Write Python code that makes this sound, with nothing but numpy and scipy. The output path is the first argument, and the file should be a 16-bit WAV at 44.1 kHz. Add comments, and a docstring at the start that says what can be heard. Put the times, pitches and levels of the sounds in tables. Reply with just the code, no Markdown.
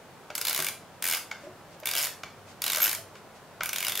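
"""The winding key of an old box camera, turned in five bursts close to a stereo microphone,
over a table in a small, quiet room. A pawl scrapes up each ratchet tooth and snaps down, ringing
the key plate and body; in the fourth burst the metal squeaks very high. Between turns the key
knocks in its play and fingers slide to a new grip; now and then the hand bumps the hollow box.
Behind it are reflections off the table, a short room decay and room tone with a low hum."""
import sys
import numpy as np
from scipy import signal
from scipy.fft import rfft, irfft
from scipy.io import wavfile
from scipy.ndimage import uniform_filter1d

SR = 44100
rng = np.random.default_rng(int(sys.argv[2]) if len(sys.argv) > 2 else 0)


def master(y):
    """Save y as 16-bit WAV."""
    cut = np.clip(np.atleast_2d(y).T, -1, 1)
    pcm = np.round(cut * 32767)  # scale
    wavfile.write(sys.argv[1], SR, pcm.astype(np.int16))


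N = 4 * SR

# one snap per ratchet tooth: t/s, relative level/dB, treble/dB, favoured ring f/Hz
TEETH = [(0.3524, -27.5, 2.5, 4800), (0.3795, -30, -2.5, 7860), (0.4134, -26, 1, 4960),
         (0.451, -26, 1, 4030), (0.4697, -24.5, -1, 4360), (0.4823, -23.5, -1, 4050),
         (0.4956, -28, 6, 4900), (0.5088, -25.5, -11, 4670), (0.5289, -29.5, 3, 4180),
         (0.5466, -26, 1, 3920), (0.5618, -26.5, -4, 6350), (0.5767, -25.5, 0, 1400),
         (0.59, -26.5, -2, 1290), (0.602, -25.5, -6, 8800), (0.623, -29.5, 5, 1650),
         (0.6453, -28.5, -1.5, 8950), (0.666, -25.5, -0.5, 2580), (0.6853, -27.5, -4.5, 9350),
         (1.0239, -28, -3, 8900), (1.041, -26, 2.5, 1940), (1.0534, -27, 3, 1940),
         (1.0651, -29, -3.5, 9800), (1.0754, -30, 1, 8500), (1.086, -27.5, -1, 8950),
         (1.0984, -27.5, -1.5, 8900), (1.1114, -24.5, 0, 4950), (1.124, -24, 1, 2940),
         (1.135, -22.5, -2, 2330), (1.1474, -26, -0.5, 5000), (1.1694, -29, -1.5, 1370),
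         (1.8566, -26, 3, 2300), (1.8716, -25, 0, 3470.0), (1.889, -26, -0.5, 2270),
         (1.9125, -26.5, -1.5, 4650), (1.9356, -25, -7, 5540), (1.9513, -24.5, 0.5, 3270),
         (1.9641, -26.5, 1, 3020), (1.973, -23.5, -5, 5100), (1.9805, -26.5, 3, 5200),
         (1.9876, -27, -1, 5260), (1.9932, -29, 0, 2800), (2.0002, -32, 2, 2800), (2.007, -27.5, -6, 5040),
         (2.0135, -28.5, 0, 5100), (2.02, -36, 4, 8140.0), (2.0268, -33.5, 5.5, 6700),
         (2.034, -27, -5, 5650), (2.0418, -31, -0.5, 7140), (2.0483, -28, -1, 4500), (2.0565, -35, 7, 2900),
         (2.0695, -30, -1.5, 1610), (2.6194, -27, 1.5, 4560), (2.6402, -24.5, 0.5, 3830),
         (2.664, -23, -2, 3920.0), (2.679, -26, -1, 4100), (2.6998, -23, -2, 3930),
         (2.7193, -27.5, 3, 3700), (2.732, -25, -5, 7600), (2.7471, -24, -3, 4350.0),
         (2.759, -27, 0.5, 6040), (2.7705, -25, 1, 1380), (2.7834, -29, 1, 1360), (2.802, -26, -1, 1400),
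         (2.8183, -24.5, -5, 6700), (2.8296, -26, -3.5, 6700.0), (2.8402, -23.5, 4, 5460),
         (2.849, -26, 0, 2720), (2.8574, -25.5, -6, 9260.0), (2.8665, -27.5, 4, 1540),
         (2.8777, -26, -10, 6500), (2.8932, -28, 3, 4400), (2.9133, -28, 0, 4440), (2.9293, -28, 2.5, 1840),
         (2.9491, -32, -1.5, 7160), (3.6334, -26, 0, 1430), (3.658, -29, 3, 2380),
         (3.6916, -28.5, -3, 6070), (3.7309, -25.5, 0, 2640), (3.7598, -25.5, -2, 3820),
         (3.7832, -29, -3, 6660), (3.8048, -27.5, 0, 2780), (3.8268, -24.5, -2.5, 2340),
         (3.8477, -25.5, -1, 2960), (3.8673, -26, -2, 5100), (3.8821, -25.5, -4, 9600),
         (3.8958, -28, 1, 3500), (3.9203, -26.5, -3, 3500), (3.954, -26.5, -0.5, 3350),
         (3.9744, -26.5, 1, 3510.0), (3.9934, -26.5, 0.5, 1820)]
# spectrum of the pawl on a tooth: f/Hz, level/dB
PAWL_COLOUR = [(100, -38), (400, -14.5), (800, -4), (1850, -1), (4400, -2.8), (6500, -0.1), (8000, -1.5),
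               (11000, 2.5), (13500, 1), (16000, -2.5)]


def amp(db):
    """Decibels to gain."""
    return 10 ** (np.asarray(db) / 20)


def unit(x):
    """Scales to rms 1."""
    return x / np.sqrt(np.mean(x ** 2) + 1e-20)


def read(points, hz):
    """Reads a table on a log-frequency axis."""
    f, value = np.transpose(points)
    return np.interp(np.log(hz + 1), np.log(f + 1), value)


def add(mix, s, sound):
    """Mixes a sound in at s seconds."""
    part = mix[..., max(round(s * SR), 0):][..., :sound.shape[-1]]
    part += sound[..., :part.shape[-1]]


def freqs(size):
    """Frequencies of a spectrum."""
    return np.fft.rfftfreq(size, 1 / SR)


def peak(hz, centre, width):
    """Bell shape of one resonance, top 1."""
    return 1 / (1 + (2 * (hz - centre) / width) ** 2)


def flatten(z, bins):
    """Evens out a spectrum, keeping its fine detail."""
    return z / np.sqrt(uniform_filter1d(abs(z) ** 2, size=bins, axis=1))


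def minimum_phase(db):
    """Causal response of a dB spectrum."""
    log_gain = np.log(amp(np.r_[db, db[-2:0:-1]]))
    return np.exp(np.conj(signal.hilbert(log_gain)))[:len(db)]


def pair(z, likeness, hz):
    """Two unrelated spectra become left and right with a given correlation."""
    c = np.clip(read(likeness, hz), -.999, .999)
    mid, side = z[0] * np.sqrt((1 + c) / 2), z[1] * np.sqrt((1 - c) / 2)
    return np.array([mid + side, mid - side])


def noise(colour, size):
    """Coloured stereo noise, wide in the treble."""
    likeness = [(100, 0.79), (500, 0.89), (1500, 0.85), (4000, 0.24), (12000, 0.063)]  # stereo image: f/Hz, left-right correlation
    hz, white = freqs(size), rfft(rng.standard_normal((2, size)))
    return unit(irfft(pair(white, likeness, hz) * amp(read(colour, hz)), size))


def room_tone():
    """Steady room noise with a low, wavering hum."""
    colour = [(15, -49), (25, -19), (64, -13), (84, -8.5), (145, -1.5), (270, -7), (354, -6), (545, -4),
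              (796, -5.5), (1370, -9.5), (2050, -15.5), (3520, -20), (5880, -23.5), (16000, -30.5)]  # room noise spectrum: f/Hz, relative level/dB
    tones = [(98, -66.5)]  # hum: f/Hz, level/dB
    t, hum = np.arange(N) / SR, 0
    for hz, db in tones:
        drift = np.interp(t, np.linspace(0, N / SR, 40), rng.standard_normal(40))
        hum += amp(db) * unit((1 + 1.36 * drift) * np.sin(2 * np.pi * hz * t + drift))
    return amp(-50) * noise(colour, N) + hum


def room_tail(size=32768, table_s=.0075, table_fall_s=.0023):
    """A cluster of reflections off the table top, then the short decay of the room."""
    decay = [(3000, 0.32), (6000, 0.34), (11000, 0.28), (16000, 0.2)]  # reverberation time: f/Hz, T60/s
    colour = [(200, 9.5), (1000, -3.5), (3000, -3), (6000, -4), (11000, -4.5), (16000, -5.5)]  # reflected spectrum: f/Hz, level/dB
    likeness = [(1200, 1), (2800, 1), (5500, 0.45), (9000, 0.072), (15000, 0.085)]  # image of the reflections: f/Hz, left-right correlation
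    hz, t, bands = signal.stft(rng.standard_normal((2, size)), SR, nperseg=256)
    t60 = read(decay, hz)[:, None]
    tail = signal.istft(bands * amp(-60 * t / t60), SR, nperseg=256)[1][:, :size]
    t, hz = np.arange(size) / SR, freqs(size)
    table_lift = 1 + 1.45 * np.exp(-abs(t - table_s) / table_fall_s)
    spectrum = flatten(rfft(tail * (t > table_s) * table_lift), bins=36)
    return irfft(pair(spectrum, likeness, hz) * amp(read(colour, hz)), size)[:, :size * 3 // 4]


def room(x, count=8):
    """The reflections change slowly as the camera shifts in the hand."""
    place = np.linspace(0, count - 1, N)
    fades = [np.sin(np.pi / 2 * np.maximum(1 - abs(place - k), 0)) for k in range(count)]
    return sum(signal.oaconvolve(x * fade, room_tail(), axes=1)[:, :N] for fade in fades)


def finger_rubs():
    """Fingers slide to a new grip in faint swells of friction noise."""
    rubs = [(1.361, 0.15, -56.5), (1.68, 0.11, -57.5), (2.442, 0.12, -53), (3.13, 0.083, -57),
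            (3.321, 0.096, -58)]  # slides: t/s, length/s, peak level/dB
    colour = [(600, -13), (1500, 7), (3200, 4.5), (7000, 2), (16000, -19)]  # friction spectrum: f/Hz, level/dB
    out = np.zeros((2, N))
    for s, length, db in rubs:
        swell = np.hanning(round(length * SR))
        add(out, s, amp(db) * swell * noise(colour, SR)[:, :len(swell)])
    return out


def hand_bumps(rise_s=.0013, detune=.07):
    """Soft bumps ring the hollow box, its pitch shifting with the grip."""
    bumps = [(.303, -60, 28), (.588, -39.5, -1), (1.435, -52, 15.5), (1.467, -43, 5.5),
             (1.826, -53.5, 16.5), (1.955, -47.5, 4), (2.773, -54, 25), (2.875, -51, -2), (2.985, -55, 18)]  # hand on the box: t/s, level/dB, tilt/(dB per octave)
    modes = [(149.8, -4, 0.35), (299, -5, 0.17), (364.7, 0, 0.31), (540, -5, 0.07), (623, 2, 0.12)]  # box modes: nominal f/Hz, relative level/dB, T60/s
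    out, t = np.zeros((2, N)), np.arange(SR // 2) / SR
    for s, db, tilt in bumps:
        grip = 1 + detune * rng.uniform(-1.14, 1)
        ring = 0
        for hz, level, t60 in modes:
            envelope = amp(level + tilt * np.log2(hz / 366) - 60 * t / t60)
            ring += envelope * np.sin(2 * np.pi * (hz * grip * t + rng.random()))
        add(out, s, amp(db) * ring * np.minimum(t / rise_s, 1))
    return out


def strike(grain, colour_db, ringing, hold_s, treble_fall_s, body_fall_s=.0035, body_hz=3850):
    """A few milliseconds of chatter ring the body; the treble dies first."""
    modes = [(610, 90, 2.5), (1400, 110, 2), (1550, 170, 5), (1740, 130, -4), (2260, 210, 6.5),
             (2950, 380, 3.8), (3550, 220, 4.5), (4600, 110, 3), (5100, 380, 3.5), (6850, 130, 5),
             (12950, 800, 5)]  # key plate and body resonances: f/Hz, width/Hz, lift/dB at ringing 1
    likeness = [(2500, 1), (6000, 0.95), (10000, 0.73), (16000, 0.74)]  # image at the microphone: f/Hz, left-right correlation
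    size = grain.shape[1]
    t, hz = np.arange(size) / SR, freqs(size)
    after = np.maximum(t - hold_s, 0)
    body = rfft(grain * np.exp(-after / body_fall_s))
    treble = rfft(grain * np.exp(-after / treble_fall_s))
    low = 1 / (1 + (hz / body_hz) ** 4)
    chatter = flatten(low * body + (1 - low) * treble, bins=110)
    db = colour_db + ringing * sum(lift * peak(hz, f, width) for f, width, lift in modes)
    mid_gain = np.sqrt(np.mean(amp(db[(hz > 900) & (hz < 6000)]) ** 2))
    return irfft(pair(chatter, likeness, hz) * minimum_phase(db))[:, :size // 2] / mid_gain


def key_knocks(ringing, size=4096, gain_db=28):
    """The key knocks dully in its play, and once gives a faint, very high tick."""
    knocks = [(0.3025, -35.5, 1, 590), (1.3131, -29.5, 4, 2200), (1.7997, -56, 40, 12800),
              (1.833, -40.5, -3, 520), (2.234, -32, 4.5, 640), (3.154, -43.5, 4, 1510),
              (3.6071, -24.5, -5, 1370)]  # key knocks: t/s, relative level/dB, treble/dB, favoured ring f/Hz
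    spectrum = [(100, -23), (350, -16), (650, -3.5), (1050, 0.5), (1500, 2.5), (1850, -0.5), (2300, 0.5),
                (3500, -7), (4600, -7.5), (6600, -9), (8500, -22.5), (16000, -28)]  # colour of a knock: f/Hz, level/dB
    out, hz = np.zeros((2, N)), freqs(size)
    for s, db, treble_db, ring_hz in knocks:
        colour = read(spectrum, hz) + read([(2500, 0), (12000, treble_db)], hz)
        colour += ringing * 5 * peak(hz, ring_hz, width=420)
        grain = rng.standard_normal((2, size))
        knock = strike(grain, colour, ringing, hold_s=.0033, treble_fall_s=.0013)
        add(out, s, amp(db + gain_db) * knock)
    return out


def metal_squeaks(waver_depth=.0049):
    """Thin, very high metal squeaks swell and fade among the snaps of the fourth burst."""
    squeaks = [(2.803, 0.01, -27, 12690), (2.816, 0.02, -18, 12750), (2.842, 0.0094, -21, 12900)]  # metal squeaks: t/s, length/s, level/dB, f/Hz
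    out = np.zeros(N)
    for s, length, db, hz in squeaks:
        progress = np.linspace(0, 1, round(length * SR))
        swell = np.sqrt(2 * abs(np.sin(np.pi * progress ** 1.9)))
        waver = unit(uniform_filter1d(rng.standard_normal(N), size=100))[:len(swell)]
        phase = 2 * np.pi * np.cumsum(hz * (1 + waver_depth * waver)) / SR
        add(out, s, amp(db) * swell * np.sin(phase))
    return out


def pawl_scrapes(length_s=.009, gain_db=-21):
    """The pawl grates up the back of each tooth, harder until it drops."""
    out, size = np.zeros((2, N)), round(length_s * SR)
    for s, db, _, _ in TEETH:
        grit = noise(PAWL_COLOUR, SR // 10)[:, :size]
        add(out, s - length_s, amp(db + gain_db) * np.linspace(0, 1, size) ** 2 * grit)
    return out


def ratchet(ringing, likeness, size=4096, gain_db=26.5):
    """The pawl snaps off each tooth with its own ring; likeness ties its chatter to the last snap."""
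    out, hz = np.zeros((2, N)), freqs(size)
    grain = rng.standard_normal((2, size))
    for s, db, treble_db, ring_hz in TEETH:
        grain = likeness * grain + np.sqrt(1 - likeness ** 2) * rng.standard_normal((2, size))
        colour = read(PAWL_COLOUR, hz) + read([(3500, 0), (9000, treble_db)], hz)
        colour += ringing * 7 * peak(hz, ring_hz, width=480) + 3 * peak(hz, ring_hz, width=1600)
        snap = strike(grain, colour, ringing, hold_s=.0021, treble_fall_s=.0018)
        add(out, s, amp(db + gain_db) * snap)
    return out


def scene():
    """The camera up close; its resonances stand out more toward the microphone than toward the walls."""
    mic_ringing, wall_ringing = 1.15, .55
    squeaks = metal_squeaks()
    direct = ratchet(mic_ringing, likeness=.61) + pawl_scrapes() + key_knocks(mic_ringing) + squeaks
    to_walls = ratchet(wall_ringing, likeness=0) + key_knocks(wall_ringing) + squeaks
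    return direct + room(to_walls) + hand_bumps() + finger_rubs() + room_tone()


def record(dry):
    """The recorder cuts off the microphone signal above 15.8 kHz."""
    lowpass = signal.firwin(511, 15800, window=("kaiser", 9), fs=SR)
    return signal.oaconvolve(dry, lowpass[None], "same")


dry = scene()
out = record(dry)
master(out)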